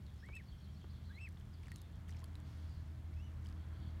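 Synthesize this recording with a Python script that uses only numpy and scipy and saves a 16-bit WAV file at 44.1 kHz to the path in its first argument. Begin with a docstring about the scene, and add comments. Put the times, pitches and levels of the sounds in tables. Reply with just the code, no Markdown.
"""On a straw nest beside the water, cygnets peep three times: thin whistles that climb, arch and drop,
each a nearly pure tone with two weak overtones. As the swans shift and preen, dry stalks snap and
rustle (impulses exciting damped resonances), feathers brush and the nest gives soft knocks.
Ringing bubbles make a few small plips. Far off, under light wind, a songbird sings over a faint
chorus and an engine drones on a few spectral lines."""
import sys
import numpy as np
from scipy import signal
from scipy.fft import rfft, irfft
from scipy.io import wavfile
from scipy.ndimage import uniform_filter1d

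SR = 44100
rng = np.random.default_rng(int(sys.argv[2]) if len(sys.argv) > 2 else 0)


def pcm_store(signal):
    """Save signal as 16-bit PCM."""
    levels = np.round(np.clip(np.atleast_2d(signal), -1, 1) * 32767)
    wavfile.write(sys.argv[1], SR, levels.astype(np.int16).T)


N = 176400
T = np.arange(N) / SR


def from_db(db):
    """Amplitude ratio of a level."""
    return 10 ** (np.asarray(db) / 20)


def unit_rms(x):
    """Normalisation to unit power."""
    return x / np.sqrt(np.mean(x ** 2) + 1e-20)


def in_time(rows):
    """Linear interpolation of each column at every sample."""
    times, *columns = np.transpose(rows)
    return [np.interp(T, times, column) for column in columns]


def at_hz(spectrum, hz):
    """Interpolation of a spectrum on a log-frequency axis."""
    f, db = np.transpose(spectrum)
    return np.interp(np.log(hz), np.log(f), db)


def drift(corner_hz):
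    """Random modulation: low-passed noise of unit rms."""
    hop, settle = 40, 2000   # samples per step, steps discarded
    pole = np.exp(-2 * np.pi * corner_hz * hop / SR)
    white = rng.standard_normal(N // hop + settle + 2)
    slow = signal.lfilter([1], [1, -2 * pole, pole * pole], white)[settle:]
    return np.interp(np.arange(N) / hop, np.arange(len(slow)), unit_rms(slow))


def band(x, low, high):
    """Butterworth band-pass filter."""
    sos = signal.butter(2, [low, min(high, .45 * SR)], "band", fs=SR, output="sos")
    return signal.sosfilt(sos, x)


def phase_of(hz):
    """Phase is the time integral of frequency."""
    return 2 * np.pi * np.cumsum(hz) / SR


def decay(t, t60):
    """Exponential damping: 60 dB down after t60 seconds."""
    return np.exp(-np.log(1000) * t / t60)


def ring(clicks, hz, t60):
    """Damped resonator: each impulse excites a decaying sine."""
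    r, w = decay(1 / SR, t60), 2 * np.pi * hz / SR
    return signal.lfilter([0, np.sin(w)], [1, -2 * r * np.cos(w), r * r], clicks + 1e-18)


def add(out, start, sound):
    """Superposition of a sound from a start time in seconds."""
    i = max(int(start * SR), 0)
    out[i:i + len(sound)] += sound[:N - i]


def banded_noise(spectrum, flicker_db):
    """Noise of unit rms in third-octave bands, each independently amplitude-modulated."""
    edges = 22 * 2 ** (np.arange(30) / 3)
    out, white = 0, rng.standard_normal((2, N + SR // 4))
    for k, (low, high) in enumerate(zip(edges, edges[1:])):
        db = at_hz(spectrum, np.sqrt(low * high)) + flicker_db * drift(3.5)
        if spectrum[0][0] < high and low < spectrum[-1][0]:
            out = out + from_db(db) * band(white[k % 2], low, high)[-N:]
    return unit_rms(out)


def scattered(x, t60):
    """Diffuse scattering: convolution with decaying noise of unit energy."""
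    echoes = rng.standard_normal(SR) * decay(T[:SR], t60)
    return signal.fftconvolve(x, echoes / np.linalg.norm(echoes))[:N]


# Spectra of wind rumble, outdoor hiss and breeze: f/Hz, relative spectral density/dB
RUMBLE_SPECTRUM = [(25, -20), (33, -8), (45, -0.5), (65, -2), (90, -2), (130, -4.5), (190, -15), (260, -20),
                   (400, -31.5)]
AIR_SPECTRUM = [(300, 3.5), (500, -0.5), (1000, 0), (2000, -4.5), (2800, -9.5), (3400, -4.5), (4500, -14),
                (5500, -14), (9500, -20), (10500, -18), (16000, -22)]
BREEZE_SPECTRUM = [(250, 12), (450, 2.5), (700, 3), (1300, 1.5), (2000, -1.5), (3000, -17.5), (6000, -50)]
# Swell of the breeze: t/s, level/dB
BREEZE_ENVELOPE = [(0, -90), (1.4, -75), (2.4, -68), (3.05, -73), (3.5, -68.5), (4, -66.5)]

def wind():
    """Broadband noise: low rumble, an even hiss and a slowly rising breeze."""
    rumble = from_db(-53) * banded_noise(RUMBLE_SPECTRUM, flicker_db=.7)
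    air = from_db(-71) * banded_noise(AIR_SPECTRUM, flicker_db=.25)
    breeze = from_db(in_time(BREEZE_ENVELOPE)[0]) * banded_noise(BREEZE_SPECTRUM, flicker_db=.5)
    return rumble + air + breeze


# Course of the drone: t/s, f/Hz of the strongest line, reference level/dB
ENGINE_COURSE = [(0, 73.4, -52), (.28, 73.1, -59), (.75, 78.86, -51.5), (1.2, 81.15, -51),
                 (1.8, 82.24, -57), (2.15, 82.1, -47.5), (2.6, 80.4, -50), (3.2, 79.9, -46),
                 (3.65, 80.53, -49), (4, 81, -44.5)]
# Its lines: frequency ratio to the strongest, level/dB re the reference
ENGINE_LINES = [(1, 0.5), (1.5, -12), (2, -21.5), (2.5, -23.5), (3, -26.5), (8, -33.5)]
# A thin rising hum: t/s, f/Hz, level/dB
RISING_HUM = [(0, 280, -92), (1.8, 288, -80), (2.4, 297, -68.5), (2.8, 303.2, -75), (4, 320.3, -71.5)]
# A hum that comes and goes: t/s, level/dB
HUM_ENVELOPE = [(0, -67.5), (.35, -73.5), (.75, -65), (1.6, -70.5), (2.9, -82.5), (3.5, -65), (4, -68.5)]

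def engine(wander=.00692, hum_hz=198.7):
    """Line spectrum of a far engine drawing nearer: separately wavering partials and two faint hums."""
    hz, db = in_time(ENGINE_COURSE)
    phase = phase_of(hz * (1 + wander * drift(5)))
    drone = np.zeros(N)
    for ratio, line_db in ENGINE_LINES:
        drone += from_db(db + line_db + 1.6 * drift(5.5)) * np.sin(ratio * phase)
    for hz, db in (in_time(RISING_HUM), (hum_hz, in_time(HUM_ENVELOPE)[0])):
        amplitude = from_db(db + 3 * drift(9.3))
        drone += amplitude * np.sin(phase_of(hz * (1 + wander * drift(7.2))))
    return np.sqrt(2) * drone


# Blurred song of distant birds: f/Hz, relative spectral density/dB
CHORUS_SPECTRUM = [(2700, -21.5), (3270, 0.5), (3900, -14), (4550, -4), (5000, -22)]
# Its rise and fall: t/s, level/dB
CHORUS_ENVELOPE = [(.4, -84), (.85, -78), (1.4, -82), (2.7, -83), (3.1, -102), (3.65, -80.5)]

def chorus(flutter_db=4.5):
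    """Incoherent superposition: distant birds merge into a narrow, fluttering band of noise."""
    hz = np.maximum(np.arange(N // 2 + 1) * SR / N, 1)
    blur = irfft(rfft(rng.standard_normal(N)) * from_db(at_hz(CHORUS_SPECTRUM, hz)), N)
    blur = unit_rms(band(blur, CHORUS_SPECTRUM[0][0], CHORUS_SPECTRUM[-1][0]))
    return from_db(in_time(CHORUS_ENVELOPE)[0] + flutter_db * drift(6)) * blur


# The songbird's falling syllable: t/s from its onset, f/Hz, relative level/dB
SYLLABLE_CONTOUR = [(0, 5608, -4), (.018, 5445, 0), (.033, 4000, 1.5), (0.047, 4580, 3), (.072, 3885, 0.5),
                    (0.091, 3230, 9), (.135, 3140, -15)]
# Its repeats: t/s, level/dB before path loss
SYLLABLE_ONSETS = [(0.436, -77), (.582, -77), (.727, -76)]
# Slurred notes: t/s, duration/s, start f/Hz, end f/Hz, level/dB before path loss
SLURS = [(0.058, 0.047, 4260, 3120, -71), (0.18, 0.061, 5190, 5610, -75), (0.886, .028, 3690, 5060, -69),
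         (0.905, 0.083, 4400, 3240, -73.5), (1.045, 0.023, 3740, 4830, -69.5),
         (1.07, 0.057, 4460, 3130, -70), (1.527, 0.025, 5530, 4210, -70.5), (1.675, 0.18, 4770, 3356, -71),
         (2.432, .07, 5000, 3600, -76), (2.666, 0.14, 5036, 4060, -74)]

def songbird(flutter_db=4.5, direct_db=-4, echo_db=-6.5):
    """Frequency-modulated tones arrive by a direct path and as a smear of scattered echoes."""
    song, warble = np.zeros(N), drift(160)
    for start, db in SYLLABLE_ONSETS:
        hz, shape_db = in_time([(start + after, f, level) for after, f, level in SYLLABLE_CONTOUR])
        sounding = (T > start) & (T < start + SYLLABLE_CONTOUR[-1][0])
        gate = uniform_filter1d(sounding.astype(float), size=200)
        amplitude = np.sqrt(2) * from_db(db + shape_db + flutter_db * drift(43))
        song += gate * amplitude * np.sin(phase_of(hz * (1 + .01974 * warble)))
    for start, length, start_hz, end_hz, db in SLURS:
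        progress = np.clip((T - start) / length, 0, 1)
        hz = start_hz * (end_hz / start_hz) ** progress * (1 + .04 * warble)
        swell = np.sqrt(2 * np.abs(np.sin(np.pi * progress)))
        song += from_db(db) * swell * np.sin(phase_of(hz))
    return from_db(direct_db) * song + from_db(echo_db) * scattered(song, t60=.44)


# Bubbles: t/s, initial f/Hz, level/dB before attack and damping, T60/s
BUBBLES = [(0.286, 1530, -45, 0.017), (0.365, 1870, -50, 0.033), (1.719, 1870, -51, 0.044),
           (2.228, 1060, -50.5, 0.042)]

def water(attack_s=.004, rise_per_s=1.1):
    """Bubble resonance: each plip is a damped oscillation of rising frequency."""
    out, t = np.zeros(N), T[:SR // 10]
    for start, hz, db, t60 in BUBBLES:
        phase = 2 * np.pi * hz * (t + rise_per_s * t ** 2 / 2)
        envelope = np.minimum(t / attack_s, 1) * decay(t, t60)
        add(out, start, from_db(db) * envelope * np.sin(phase))
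    return out


# A neck sliding over feathers: t/s, level/dB
BRUSH_ENVELOPE = [(2.38, -110), (2.47, -73), (2.7, -78), (2.95, -85), (3.1, -110)]
# Hiss of the feathers: f/Hz, relative spectral density/dB
FEATHER_SPECTRUM = [(1200, -6), (4500, 3), (7000, -8), (15000, -19)]

def preening():
    """Friction noise: feathers brush smoothly over each other."""
    return from_db(in_time(BRUSH_ENVELOPE)[0]) * banded_noise(FEATHER_SPECTRUM, flicker_db=.8)


# Dull knocks in the nest: t/s, centre f/Hz, peak level/dB
NEST_KNOCKS = [(.287, 860, -52), (.298, 412, -51.5), (.842, 355, -48), (0.842, 910, -52.5),
               (1.37, 920, -58.5)]

def knocks(edge_ratio=1.74):
    """Heavily damped impacts: soft contacts give short, pitchless puffs of noise."""
    out, t = np.zeros(N), T[:SR // 10]
    for start, hz, db in NEST_KNOCKS:
        burst = rng.standard_normal(len(t)) * decay(t, t60=.025)
        puff = band(burst, hz / edge_ratio, hz * edge_ratio)
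        add(out, start, from_db(db) * puff / np.abs(puff).max())
    return out


# Strength of the stalk resonances: f/Hz, relative level/dB
STRAW_SPECTRUM = [(1000, -14), (3500, -2), (6000, 2), (9000, 1.5), (15000, -32)]
# A bird moving on the straw: t/s, duration/s, level/dB, spectral tilt/(dB per octave)
MOVEMENTS = [(1.614, 0.12, -78, -2), (1.737, 0.084, -80, -5), (2.078, 0.04, -68, -0.5),
             (2.107, 0.12, -73.5, -3), (3.44, 0.099, -72, -2)]

def rustle(contacts_per_s=1700, spread_db=4, ring_cycles=11, rest_db=-83.5):
    """Shot noise of tiny stalk contacts swells as a bird moves: dull if crushed, bright if brushed."""
    sizes = from_db(spread_db * np.minimum(rng.exponential(1, N), 4)) * rng.choice([-1, 1], N)
    clicks = sizes * (rng.random(N) < contacts_per_s / SR)
    stalk_hz = np.geomspace(1200, 14500, 24)
    struck = rng.integers(0, len(stalk_hz), N)
    stalks = np.array([
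        from_db(at_hz(STRAW_SPECTRUM, hz)) * ring(clicks * (struck == k), hz, ring_cycles / hz)
        for k, hz in enumerate(stalk_hz)])
    out = from_db(rest_db) * unit_rms(stalks.sum(axis=0))
    octaves = np.log2(stalk_hz / stalk_hz[0])
    for start, length, db, tilt_db in MOVEMENTS:
        progress = np.clip((T - start) / length, 0, 1)
        swell = np.sqrt(np.abs(np.sin(np.pi * progress)))
        out += from_db(db) * swell * unit_rms(from_db(tilt_db * octaves) @ stalks)
    return out


# Breaking stalks: t/s, ring f/Hz, ring level/dB, crack peak level/dB before crack_trim_db
STALK_BREAKS = [(.066, 4230, -57, -58), (.205, 3200, -59, -65), (.261, 8000, -64, -59),
                (.3535, 7540, -58, -46), (.364, 6850, -63, -56), (.37, 3700, -52, -49),
                (1.289, 6240, -62, -47.5), (1.373, 3450, -56.5, -66), (1.399, 6980, -65, -60),
                (1.411, 3160, -56.5, -64), (1.635, 2280, -54.5, -58), (1.658, 2800, -57, -64),
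                (1.671, 2130, -53, -66), (1.683, 1810, -50.5, -50), (1.718, 2000, -43.5, -44.5),
                (1.741, 8500, -63, -66), (1.7599, 4240, -59, -41), (1.769, 9400, -58, -62),
                (1.784, 8400, -62, -55), (1.817, 4960, -58, -45), (2.086, 1450, -55, -49),
                (2.093, 1970, -49, -60), (2.107, 5970, -55, -67), (2.125, 3080, -54, -56),
                (2.1475, 2400, -54.5, -65), (2.17, 5357, -56.5, -65), (2.193, 6850, -61.5, -55),
                (2.219, 1950, -56, -66), (2.242, 4253, -55, -38.5), (2.3546, 3980, -51.5, -49),
                (2.402, 6946, -65, -51), (3.46, 3100, -52, -61), (3.469, 4900, -55.5, -53)]

def snaps(crack_t60=.0043, crack_trim_db=-3, splinter_db=-20):
    """Brittle fracture: a brief crack, three small splinters and the damped ring of the stalk."""
    out, t = np.zeros(N), T[:SR // 20]
    for start, hz, ring_db, crack_db in STALK_BREAKS:
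        delays_s = rng.exponential(.004, size=3)
        splinters = sum((t > delay) * decay(np.abs(t - delay), crack_t60) for delay in delays_s)
        envelope = decay(t, crack_t60) + from_db(splinter_db) * splinters
        crack = band(rng.standard_normal(len(t)) * envelope, .55 * hz, 11800)
        crack /= np.abs(crack).max()
        stalk = np.sin(2 * np.pi * hz * t) * decay(t, t60=.01)
        add(out, start, from_db(ring_db) * stalk + from_db(crack_db + crack_trim_db) * crack)
    return out


# Fundamental of the whistle, one contour per peep: t/s, f/Hz, level/dB
PEEP_CONTOURS = [
    [(.226, 1590, -70), (.238, 1810, -58), (.258, 2070, -67), (.28, 2260, -69), (.315, 2240, -66),
     (.335, 2417, -59), (.348, 2657, -59), (.366, 2640, -51), (.382, 2570, -62.5), (.402, 2060, -64),
     (.418, 1620, -70)],
    [(1.093, 1447, -68), (1.113, 1640, -61.5), (1.128, 1900, -72), (1.165, 2046, -68.5),
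     (1.183, 2214, -57.5), (1.195, 2404, -66.5), (1.21, 2683, -55.5), (1.23, 2667, -55), (1.256, 2626, -56),
     (1.271, 2260, -59), (1.286, 1520, -67)],
    [(3.115, 1906, -80), (3.135, 2210, -74), (3.148, 2420, -86), (3.165, 2550, -75.5), (3.2, 2650, -75.5),
     (3.23, 2953, -77), (3.26, 2970, -72), (3.285, 2913, -74), (3.297, 2600, -82)],
]
# Timbre per peep: 2nd and 3rd harmonic level/dB re fundamental, roughness (0-1), greatest fade/dB
PEEP_TIMBRES = [(-21, -19.5, 0.08, 12), (-19.5, -21.5, 0.13, 13.5), (-9.5, -28, 0.22, 3)]
# Beak opening on the climb, per peep: multiplier of BEAK_DB
BEAK_OPENINGS = [.5, 1.82, .1]
# Voice breaks on the first two climbs: t/s, half-duration/s
VOICE_BREAKS = [(0.333, 0.0033), (1.189, 0.0061)]
BEAK_HZ, BEAK_HALF_WIDTH_HZ, BEAK_DB = 4000, 290, 19.5
JITTER, SHIMMER_DB = .057, 15   # random pitch and level spread at roughness 1

def cygnets(fade_db_per_octave=130, break_jitter=.0576, rasp_depth=.13):
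    """Source and filter: a whistle gains overtones atop its arch; a beak resonance colours its climb."""
    out = np.zeros(N)
    breaking = sum(np.exp(-((T - centre) / half) ** 2) for centre, half in VOICE_BREAKS)
    for contour, timbre, opening in zip(PEEP_CONTOURS, PEEP_TIMBRES, BEAK_OPENINGS):
        second_db, third_db, roughness, max_fade_db = timbre
        hz, db = in_time(contour)
        hz = uniform_filter1d(hz, size=400)
        climbing = T < T[np.argmax(hz)]
        fade_db = np.minimum(fade_db_per_octave * np.log2(hz.max() / hz), max_fade_db)
        hz = hz * (1 + (JITTER * roughness + break_jitter * breaking) * drift(232))
        phase = phase_of(hz)
        tone = np.sin(phase)
        for k, overtone_db in ((2, second_db), (3, third_db)):
            detuning = (k * hz - BEAK_HZ) / BEAK_HALF_WIDTH_HZ
            boost_db = climbing * opening * BEAK_DB / (1 + detuning ** 2)
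            tone += from_db(overtone_db + boost_db - fade_db) * np.sin(k * phase)
        inside_s = np.minimum(T - contour[0][0], contour[-1][0] - T)
        gate = np.clip(inside_s / .0036 + .5, 0, 1)   # 3.6 ms edges
        rasp = 1 + rasp_depth * unit_rms(band(rng.standard_normal(N), 46.6, 466))
        amplitude = np.sqrt(2) * from_db(db + SHIMMER_DB * roughness * drift(87))
        out += gate * rasp * amplitude * tone
    return out + from_db(-14.5) * scattered(out, t60=.09)   # scatter from the straw and the bank


def scene():
    """Superposition of the nest and its surroundings in one channel."""
    nest = cygnets() + snaps() + rustle() + knocks() + preening()
    return (nest + water() + songbird() + chorus() + engine() + wind())[None]


def record(dry, low_cut_hz=38.3, high_cut_hz=15900):
    """Band limiting: steep filters remove the deepest rumble and the highest treble."""
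    high_pass = signal.butter(10, low_cut_hz, "high", fs=SR, output="sos")
    low_pass = signal.ellip(10, .1, 70, high_cut_hz, fs=SR, output="sos")
    return signal.sosfilt(low_pass, signal.sosfilt(high_pass, dry))


dry = scene()
out = record(dry)
pcm_store(out)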